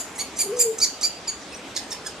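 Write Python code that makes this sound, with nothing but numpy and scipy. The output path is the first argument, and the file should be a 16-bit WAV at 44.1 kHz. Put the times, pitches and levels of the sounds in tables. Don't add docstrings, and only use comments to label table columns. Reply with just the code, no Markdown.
import sys
import numpy as np
from scipy import signal
from scipy.fft import rfft, irfft
from scipy.io import wavfile

SR = 44100
rng = np.random.default_rng(int(sys.argv[2]) if len(sys.argv) > 2 else 0)


def volts(x):
    e = np.asarray(x, float) / 20
    return 10 ** e


def transcribe(signal):
    frames = np.atleast_2d(signal).T
    limited = np.clip(frames, -1, 1)
    pcm = np.round(limited * 32767).astype(np.int16)
    wavfile.write(sys.argv[1], SR, pcm)


N = 97020
LEAD = 4410
CUTOFF_HZ = 15600


def chick():
    # start_s, length_s, level_db, pitch_hz, fall (share of pitch)
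    begs = [(-.034, 0.032, -23.5, 2410, 0.064), (.183, 0.04, -27.5, 2254, 0.031),
            (.382, 0.043, -20, 2414, 0.15), (0.587, .042, -15.5, 2456, 0.095),
            (0.806, .046, -17.5, 2353, 0.27), (1.022, 0.04, -19.5, 2359, .005),
            (1.270, 0.03, -23.5, 2296, 0.031), (1.516, 0.024, -42, 2600, 0.033),
            (1.541, 0.014, -38, 2900, 0.021), (1.758, 0.021, -25.5, 1730, 0.04),
            (1.912, .021, -29.5, 1821, 0.112), (2.058, 0.021, -30, 1700, 0.14)]
    # scoop (share of pitch, from below), throat_hz, width_octaves, rasp_db, left_right_db
    gapes = [(0.13, 6840, 0.22, -4.5, -0.5), (.2, 5740, 1, -7.5, -2.5), (0.38, 7300, 0.32, -12, -2),
             (0.21, 7500, 0.26, -9.5, -2), (.17, 5550, 0.28, -7.5, -2), (0.29, 5320, 0.3, -9, -2.5),
             (-0.2, 5960, 0.32, -18, -1.5), (-0.123, 3300, 0.62, -18, -2.5), (-.02, 6000, 0.34, -14, -2.5),
             (-.6, 5000, .35, -4, -4.5), (.0, 5200, .3, -7, -4.5), (.0, 5400, .45, -9, -4), ]
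    # lowest_partial_db, other_partials_db
    chests = [(-18, -11), (-8.5, -15), (-9.5, -0.5), (-23, -11.5), (-23, -28), (-22.5, -26), (-20, -24),
              (-4.5, -11), (-20, -15), (-12.5, -19), (-11, -12.5), (-2, -14)]
    # start_s, length_s, level_db, pitch_hz, throat_hz
    croaks = [
        (0.144, 0.034, -42, 1353, 7000),
        (0.356, 0.034, -35.5, 1240, 7000),
        (0.558, 0.035, -35.5, 1250, 6350),
        (.781, 0.015, -27.5, 1314, 6600),
        (0.797, 0.0135, -29, 1330, 5730),
        (1.008, 0.017, -29.5, 1265, 6080),
        (1.746, 0.017, -40.5, 1104, 4800),
        (1.901, 0.018, -36.5, 1285, 6300),
        (2.047, .016, -44, 1293, 6260),
        (0.176, 0.02, -34.5, 2003, 8600),
    ]
    out = np.zeros((2, N + 2 * LEAD))
    for beg, gape, (chest_db, skirt_db) in zip(begs, gapes, chests):
        start, length, db, hz, fall = beg
        scoop, throat_hz, width, rasp_db, pan_db = gape
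        call = squeak(length, db, hz, fall, scoop, throat_hz, width, rasp_db, chest_db, skirt_db)
        add(out, start, call, pan_db)
    for start, length, db, hz, throat_hz in croaks:
        croak = squeak(length, db, hz, fall=0.088, scoop=0.0293, throat_hz=throat_hz, width=0.39,
                       rasp_db=-5.5, chest_db=-7, skirt_db=-20)
        add(out, start, croak, pan_db=-2)
    return out


def squeak(length, db, hz, fall, scoop, throat_hz, width, rasp_db, chest_db, skirt_db):
    scoop_s, fall_power, jitter = 0.02, 7.0, 0.011
    flutter_db, flutter_hz, top_db_per_octave = 1.6, 220, -8
    nest_cut_hz, rasp_spread_db = 12500, -8
    t = np.arange(4000) / SR
    rise = scoop * np.maximum(1 - t / scoop_s, 0) ** 2
    drop = fall * np.minimum(t / length, 1.3) ** fall_power
    pitch = hz * (1 - rise - drop + jitter * drift(270, size=len(t)))
    pitch = np.maximum(pitch, hz / 2)

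    def throat(f):
        octaves = np.log2(f / throat_hz + 1e-9)
        peak = np.exp(-0.5 * (octaves / width) ** 2) + volts(skirt_db)
        tilt = volts(top_db_per_octave * np.maximum(octaves, 0))
        return peak * tilt * (f < CUTOFF_HZ) / np.sqrt(1 + (f / nest_cut_hz) ** 10)

    phase = 2 * np.pi * np.cumsum(pitch) / SR
    tone = volts(chest_db) * np.sin(phase)
    for k in range(2, 11):
        flutter = volts(flutter_db * min(k - 1, 4) * drift(flutter_hz, size=len(t)))
        tone = tone + throat(k * pitch) * flutter * np.sin(k * phase)

    f = np.fft.rfftfreq(len(t), 1 / SR)
    spread = volts(rasp_spread_db) * (f > throat_hz) / (1 + (f / nest_cut_hz) ** 10)
    colour = (throat(f) + spread) * (f > hz * 0.7)
    rasp = irfft(rfft(rng.standard_normal(len(t))) * colour, len(t))

    shape = swell(t, length)
    tone_rms = np.sqrt(np.mean((tone * shape) ** 2) / np.mean(shape ** 2))
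    return volts(db) * shape * (tone / tone_rms + volts(rasp_db) * rms_one(rasp))


def swell(t, length):
    attack_share, release_s = 0.4, 0.010
    attack = t / (attack_share * length)
    release = (length + release_s / 2 - t) / release_s
    return np.sin(np.pi / 2 * np.clip(np.minimum(attack, release), 0, 1)) ** 2


def drift(rate_hz, size):
    r, lead = np.exp(-2 * np.pi * rate_hz / SR), min(size // 10, 8000)
    wander = signal.lfilter([1], [1, -2 * r, r * r], rng.standard_normal(size + lead))
    return rms_one(wander[lead:])


def rms_one(x):
    return x / np.sqrt(np.mean(x ** 2) + 1e-20)


def add(out, start, sound, pan_db):
    i = int(start * SR) + LEAD
    out[:, i:i + len(sound)] += sound * volts([[pan_db / 2], [-pan_db / 2]])


def pigeon():
    # start_s, pitch_hz, level_db
    coo_course = [
        (.432, 356, -51),
        (0.462, 430.6, -30),
        (.476, 373, -36),
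        (0.516, 416.5, -27.5),
        (.536, 496.5, -28),
        (0.641, 479.4, -29.5),
        (.655, 458.7, -26.5),
        (0.706, 441, -25.5),
        (0.73, 410, -41),
    ]
    s, hz, db = np.transpose(coo_course)
    t = np.arange(s[0], s[-1], 1 / SR)
    edge = np.clip(np.minimum(t - s[0], s[-1] - t) / 0.0062, 0, 1)
    level = volts(np.interp(t, s, db) + 1.5 * drift(29, size=len(t)))
    phase = 2 * np.pi * np.cumsum(np.interp(t, s, hz)) / SR
    out = np.zeros((2, N + 2 * LEAD))
    add(out, s[0], np.sqrt(2) * edge * level * np.sin(phase), pan_db=1.5)
    return out


def songbird():
    # start_s, length_s, level_db, pitch_hz
    seeps = [
        (1.49, 0.044, -50, 8700),
        (1.555, 0.023, -44, 8450),
        (1.735, 0.024, -54, 8250),
        (1.79, 0.08, -50.5, 8540),
    ]
    out, t = np.zeros((2, N + 2 * LEAD)), np.arange(4000) / SR
    for start, length, db, hz in seeps:
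        pitch = hz * (1 - 0.21 * t + 0.0076 * drift(110, size=len(t)))
        whistle = np.sin(2 * np.pi * np.cumsum(pitch) / SR)
        add(out, start, volts(db) * swell(t, length) * whistle, pan_db=0)
    return out


def wood(x, wet_db, t60, near_db, wall_db):
    echoes_per_s, first_echo_s, near_t60_s, wall_s = 1500, 0.0048, 0.17, 0.038
    alike = 0.1
    t = np.arange(SR) / SR
    hits = rng.standard_normal((3, SR)) * (rng.random((3, SR)) < echoes_per_s / SR)
    echoes = np.sqrt(alike) * hits[0] + np.sqrt(1 - alike) * hits[1:]
    echoes = echoes * (t > first_echo_s)
    echoes = echoes * (volts(-60 * t / t60) + volts(near_db - 60 * t / near_t60_s))
    echoes = echoes / np.sqrt(np.sum(echoes ** 2, axis=1, keepdims=True))
    clear = np.roll(x, int(wall_s * SR), axis=1)
    scattered = signal.fftconvolve(x, echoes, axes=1)[:, :x.shape[1]]
    return x + volts(wall_db) * clear + volts(wet_db) * scattered


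def at_hz(points, hz):
    return np.interp(np.log(hz), np.log(np.array(points)[:, 0]), np.array(points)[:, 1])


def garden(patchy_db):
    # frequency_hz, level_db (per Hz)
    leaves = [(76, -35), (130, -4), (798, -7), (1170, -10), (3160, -14), (7050, -20), (8370, -24),
              (12500, -39), (16200, -81), (22000, -120)]
    # frequency_hz, level_db (per Hz)
    traffic = [(20, -32), (65, -7.5), (115, -12), (250, -3.5)]
    # frequency_hz, left_right_likeness
    coherence = [(60, 0.93), (180, 0.98), (550, 0.95), (1640, 0.56), (4960, 0.45), (14900, 0.0076)]
    out, edges = 0, 20 * 2 ** np.arange(0, 9.7, 1 / 3)
    white, together = rng.standard_normal((2, 2, N + LEAD)), drift(0.67, size=N)
    for k, (low, high) in enumerate(zip(edges, edges[1:])):
        band = signal.butter(3, [low, high], "band", fs=SR, output="sos")
        mid, side = signal.sosfilt(band, white[k % 2])[:, LEAD:]
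        hz = np.sqrt(low * high)
        alike = np.clip(at_hz(coherence, hz), -1, 1)
        flicker_db = patchy_db * (0.5 * together + drift(8.6, size=N))
        gain = volts(at_hz(traffic + leaves[2:], hz) + flicker_db)
        out = out + gain * (np.sqrt(1 + alike) * mid + np.sqrt(1 - alike) * side * [[1], [-1]])
    return volts(-39.5) * rms_one(out)


def scene():
    birds = wood(chick() + songbird(), wet_db=-4.5, t60=0.55, near_db=11.5, wall_db=-24)
    birds = birds + wood(pigeon(), wet_db=-16, t60=1, near_db=-25, wall_db=-10.5)
    size, left_lag_s = birds.shape[1], 0.000025
    delay = np.exp(-2j * np.pi * np.fft.rfftfreq(size, 1 / SR) * left_lag_s)
    birds[0] = irfft(rfft(birds[0]) * delay, size)
    return birds[:, LEAD:LEAD + N] + garden(patchy_db=1.9)


def band_limit(x):
    return signal.sosfilt(signal.butter(12, 15540, fs=SR, output="sos"), x)


def record(dry):
    low_pass = signal.cheby2(10, 60, CUTOFF_HZ, fs=SR, output="sos")
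    mix = signal.sosfilt(low_pass, dry)
    return band_limit(mix)


dry = scene()
out = record(dry)
transcribe(out)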